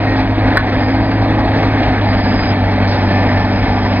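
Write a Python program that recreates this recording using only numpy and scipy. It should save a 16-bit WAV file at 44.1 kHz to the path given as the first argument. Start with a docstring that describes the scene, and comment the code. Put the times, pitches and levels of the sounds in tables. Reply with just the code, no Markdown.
"""A diesel excavator drones on a demolition site at night, slewing and lifting its boom.
Exhaust, fan hum and pump whine follow the crank and sag under load; combustion rattles the housing.
Close to the microphone, one sharp double knock rings out, and the narrow-band recorder ducks briefly.
The hydraulics whistle thinly and a valve hisses over the engine's roar; rubble crunches faintly."""
import sys
import numpy as np
from scipy import signal
from scipy.io import wavfile

SR = 44100
rng = np.random.default_rng(int(sys.argv[2]) if len(sys.argv) > 2 else 0)


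def store_wav(level_fs):
    """Save 16-bit WAV to argv[1]."""
    pcm = np.round(np.clip(np.atleast_2d(level_fs), -1, 1) * 32767)
    wavfile.write(sys.argv[1], SR, pcm.T.astype(np.int16))


N = 176400
T = np.arange(N) / SR

# Engine speed. Each row: time in seconds, firing rate in Hz.
ENGINE_SPEED = [(0, 103.7), (0.42, 103.9), (0.72, 99.66), (1.13, 106.8), (1.42, 105.5), (1.65, 104.4),
                (1.87, 103.2), (2.28, 98.08), (2.75, 97.27), (2.95, 98.21), (4, 97.4)]
# Exhaust drone. Each row: multiple of the firing rate, free level in dB, loaded level in dB, flutter in dB.
EXHAUST_TONES = [(.5, -28, -29, 3), (1, -18, -17.5, 1.5), (2, -37.5, -26.5, 2), (10, -49, -40, 4.5)]
# Cooling fan hum. Each row reads as for the exhaust.
FAN_TONES = [(2.56, -21, -23.5, 0.81), (5.12, -36, -44, 4.5)]
# Hydraulic pump whine. Each row reads as for the exhaust.
PUMP_TONES = [(3.009, -26, -29.5, 1.5), (5.957, -33, -32, 1.2), (9.08, -38, -35, 1.9),
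              (12.06, -43.5, -39.5, 2.8), (18.03, -39, -38.5, 3.8), (33.2, -59.5, -47, 2.4)]
# Engine housing resonances. Each row: centre in Hz, width in Hz, relative level in dB.
HOUSING_MODES = [(254.8, 39, -25.5), (435.7, 31, -34), (721, 172, -26.5), (1770, 150, -36.5),
                 (2247, 250, -35), (3020, 310, -49)]
# Spectrum of the engine and fan roar. Each row: frequency in Hz, relative density in dB.
ROAR_SPECTRUM = [(20, -4.5), (35, 3.5), (52, 4.5), (75, 4), (130, -1), (180, 1.5), (240, 2.5), (310, 0),
                 (380, -4.5), (540, -3.5), (770, 2), (900, -6.5), (1050, -9.5), (1400, -11.5), (1750, -6),
                 (2300, -12), (2900, -21.5), (4000, -19), (5000, -25.5), (5600, -47.5), (6400, -48)]
# Slow level changes of the clatter and roar, including a brief recorder duck at 0.33 s.
# Each row: time in seconds, then bass, midrange and treble gain in dB.
BAND_LEVELS = [(0, 1.5, -1, -1), (.22, -1.5, -1, -1), (.33, -2, -3, -4), (.5, .5, 0.5, 1),
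               (.8, 0, -1.5, -1), (1.0, 0, -1.5, -2.5), (1.22, -1, 0.1, -2.5), (1.36, 1.5, 0.2, -2.5),
               (1.55, 0.5, 2, 0), (1.7, 2, 0.3, 0), (1.95, -1, -.5, -1), (2.35, 1, -1, 0.7),
               (2.6, -2, -3, -1.5), (2.82, -2, -1, -1), (3.0, 0.5, -1.5, 0.5), (3.28, -0.5, 1, -0.5),
               (3.45, -1, -2, -1), (3.63, 1, 0, 0), (4, -1.5, -0.5, -1)]
# The close knock and its rebound. Each row: start in seconds, relative level in dB.
KNOCK_HITS = [(0.5716, 2), (0.577, 1.5)]
# The knock's ring. Each row: frequency in Hz, relative level in dB, seconds to fall by 60 dB.
KNOCK_RING = [(1110, -12, 0.037), (1555, -4.5, 0.034), (1737, -5, 0.057), (2000, -23, 0.029),
              (3400, -19.5, 0.039), (4060, -19.5, 0.027)]
# The knock's reflections off the machine and the site. Each row: delay in seconds, gain in dB.
SITE_ECHOES = [(.022, -10), (.032, -11)]
# Thin hydraulic whistles, and a brief swell of pump whine near 1764 Hz.
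# Each row: start and length in seconds, first and last pitch in Hz, first and last level in dB.
HYDRAULIC_TONES = [(0.14, .12, 3400, 3370, -42, -36), (0.712, 0.3, 4940, 4880, -39.5, -39),
                   (0.985, 0.23, 4870, 4730, -40, -41), (2.02, .52, 4800, 5000, -37, -28.5),
                   (2.867, 1.23, 5010, 5026, -45, -42.5), (3.038, 0.44, 1764, 1765, -29.5, -26.5)]
# Shifting rubble. Each row: start in seconds, level in dB, centre in Hz, decay in seconds.
RUBBLE_CRUNCHES = [(1.116, -20, 1510, 0.0066), (1.169, -27, 1900, 0.011), (1.629, -13, 945, .005),
                   (1.829, -22, 2480, 0.022), (2.013, -28.5, 2900, .012), (2.13, -21.5, 2020, 0.0081),
                   (3.096, -28, 2200, 0.0075)]


def engine_tones(firings, load_from_s=1.7, load_rise_s=0.46):
    """Exhaust, fan and pump tones locked to the crank; their balance shifts as the pumps take up load."""
    load = np.clip((T - load_from_s) / load_rise_s, 0, 1)
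    out = 0
    for multiple, free_db, loaded_db, flutter_db in EXHAUST_TONES + FAN_TONES + PUMP_TONES:
        level_db = free_db + (loaded_db - free_db) * load + flutter_db * drift(11)
        phase = 2 * np.pi * (multiple * firings + rng.random())
        out = out + from_db(level_db) * np.sqrt(2) * np.sin(phase)
    return out


def combustion_clatter(firings, cylinders=6, spread_db=2, sharpness=3.2):
    """Each firing rings the housing with a pulse of noise; every cylinder has its own strength."""
    cylinder_db = spread_db * rms_one(rng.standard_normal(cylinders))
    strength = from_db(cylinder_db[firings.astype(int) % cylinders])
    pulses = rms_one(np.abs(np.sin(np.pi * firings)) ** sharpness * strength)
    return sum(from_db(db) * band_gain(hz) * resonate(pulses * rng.standard_normal(N), hz, width_hz)
               for hz, width_hz, db in HOUSING_MODES)


def engine_roar(level_db=-17, band_flicker_db=1.48):
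    """Rumble and rushing fan air in near quarter-octave bands that flicker together and separately."""
    edges = np.geomspace(18, 6600, num=33)
    white = rng.standard_normal((2, N))
    spectrum_hz, spectrum_db = np.transpose(ROAR_SPECTRUM)
    shared_flicker_db = drift(20.6)
    out = 0
    for k, (low, high) in enumerate(zip(edges, edges[1:])):
        hz = np.sqrt(low * high)
        band = signal.sosfilt(signal.butter(3, [low, high], "band", fs=SR, output="sos"), white[k % 2])
        db = np.interp(np.log(hz), np.log(spectrum_hz), spectrum_db)
        out = out + band * band_gain(hz) * from_db(db + shared_flicker_db + band_flicker_db * drift(17))
    return from_db(level_db) * rms_one(out)


def double_knock(ring_db=2.5):
    """Close by, a hard contact cracks, rings and rebounds; two near echoes and a faint tail follow."""
    first_s = KNOCK_HITS[0][0]
    direct = burst(first_s, db=-10, hz=900, width_hz=690, decay_s=.006)  # the dry crack
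    for start_s, hit_db in KNOCK_HITS:
        age = np.maximum(T - start_s, 0)
        for hz, mode_db, t60 in KNOCK_RING:
            decay = np.exp(-np.minimum(np.log(1000) * age / t60, 20))
            direct += from_db(ring_db + hit_db + mode_db) * decay * np.sin(2 * np.pi * hz * age)
    echoes = sum(from_db(db) * delayed(direct, delay_s) for delay_s, db in SITE_ECHOES)
    tail = burst(first_s, db=-18, hz=1770, width_hz=420, decay_s=0.07)
    return direct + echoes + tail


def hydraulic_tones(roughness=.42, flutter_hz=60, fade_s=.05):
    """Thin, gliding whistles and a brief swell of pump whine, all unsteady in level and phase."""
    out = 0
    for start_s, length_s, from_hz, to_hz, start_db, end_db in HYDRAULIC_TONES:
        progress = np.clip((T - start_s) / length_s, 0, 1)
        db = start_db + (end_db - start_db) * progress
        hz = from_hz + (to_hz - from_hz) * progress ** 0.81  # the glide is fastest at first
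        phase = 2 * np.pi * np.cumsum(hz) / SR
        fade = np.clip(np.minimum(T - start_s, start_s + length_s - T) / fade_s, 0, 1)
        tone = (1 + roughness * drift(flutter_hz)) * np.sin(phase)
        tone += roughness * drift(flutter_hz) * np.cos(phase)
        out = out + from_db(db) * fade * tone
    return out


def valve_hiss(open_s=2.876, flow_db=-41.5):
    """A valve clicks open with a spurt, then oil keeps hissing through it."""
    spurt = burst(open_s, db=-32, hz=4600, width_hz=1000, decay_s=.015, hold_s=.065)
    click = burst(open_s, db=-26, hz=4600, width_hz=1000, decay_s=.006)
    flow = from_db(flow_db) * (T >= open_s) * resonate(rng.standard_normal(N), hz=5007, width_hz=400)
    return spurt + click + flow


def rubble():
    """Debris shifts in short crunches, faint behind the engine."""
    return sum(burst(start_s, db, hz, width_hz=900, decay_s=decay_s)
               for start_s, db, hz, decay_s in RUBBLE_CRUNCHES)


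def band_gain(hz, bass_top_hz=400, mid_top_hz=1200):
    """The slowly moving gain of the bass, midrange or treble, whichever holds hz."""
    bass_db, mid_db, treble_db = curves(BAND_LEVELS)
    return from_db(bass_db if hz < bass_top_hz else mid_db if hz < mid_top_hz else treble_db)


def burst(start_s, db, hz, width_hz, decay_s, hold_s=0):
    """A band of noise that starts at once, may hold, and dies away."""
    envelope = (T >= start_s) * np.exp(-np.maximum(T - start_s - hold_s, 0) / decay_s)
    return from_db(db) * envelope * resonate(rng.standard_normal(N), hz, width_hz)


def resonate(x, hz, width_hz):
    """A resonance applied twice for steep skirts, at unit rms."""
    r = np.exp(-np.pi * width_hz * np.sqrt(2) / SR)
    section = [1 - r, 0, r - 1, 1, -2 * r * np.cos(2 * np.pi * hz / SR), r * r]
    return rms_one(signal.sosfilt([section, section], x))


def drift(rate_hz):
    """A smooth random wander at unit rms, drawn every 40 samples."""
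    r = np.exp(-80 * np.pi * rate_hz / SR)
    slow = signal.lfilter([1], [1, -2 * r, r * r], rng.standard_normal(N // 40 + 2002))[2000:]
    return np.interp(np.arange(N) / 40, np.arange(len(slow)), rms_one(slow))


def delayed(x, delay_s):
    """The same sound arriving later."""
    return np.interp(T - delay_s, T, x, left=0)


def curves(rows):
    """A timed table's columns at every sample."""
    times, *columns = np.transpose(rows)
    return [np.interp(T, times, column) for column in columns]


def from_db(db):
    """Decibels to gain."""
    return 10 ** (np.asarray(db) / 20)


def rms_one(x):
    """Scale to unit rms."""
    return x / np.sqrt(np.mean(x ** 2) + 1e-20)


def scene():
    """The site at the microphone, reaching the left channel just after the right."""
    firing_hz, = curves(ENGINE_SPEED)
    speed_jitter = 0.002467 * drift(13)
    firings = np.cumsum(firing_hz * (1 + speed_jitter)) / SR  # running count
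    engine = engine_tones(firings) + combustion_clatter(firings) + engine_roar()
    site = engine + double_knock() + hydraulic_tones() + valve_hiss() + rubble()
    return np.array([delayed(site, delay_s=8.2e-5), site])


def record(dry):
    """The recorder ducks all but the bass on peaks, rounds off overshoots and cuts the top."""
    limit_db, attack_s, release_db_per_s = -.3, .0045, 70
    bass_bypass_hz, ceiling, cutoff_hz = 170, .99, 5700
    bass = signal.sosfiltfilt(signal.butter(2, bass_bypass_hz, fs=SR, output="sos"), dry)
    upper = dry - bass
    over_db = np.maximum(20 * np.log10(np.abs(upper).max(axis=0) + 1e-9) - limit_db, 0)
    held_db = np.maximum.accumulate(over_db + release_db_per_s * T) - release_db_per_s * T
    r = np.exp(-1 / (attack_s * SR))
    duck_db = signal.lfilter([1 - r], [1, -r], held_db)
    limited = bass + upper * from_db(-duck_db)
    rounded = limited / (1 + np.abs(limited / ceiling) ** 8) ** (1 / 8)
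    return signal.sosfilt(signal.ellip(10, .1, 90, cutoff_hz, fs=SR, output="sos"), rounded)


dry = scene()
out = record(dry)
store_wav(out)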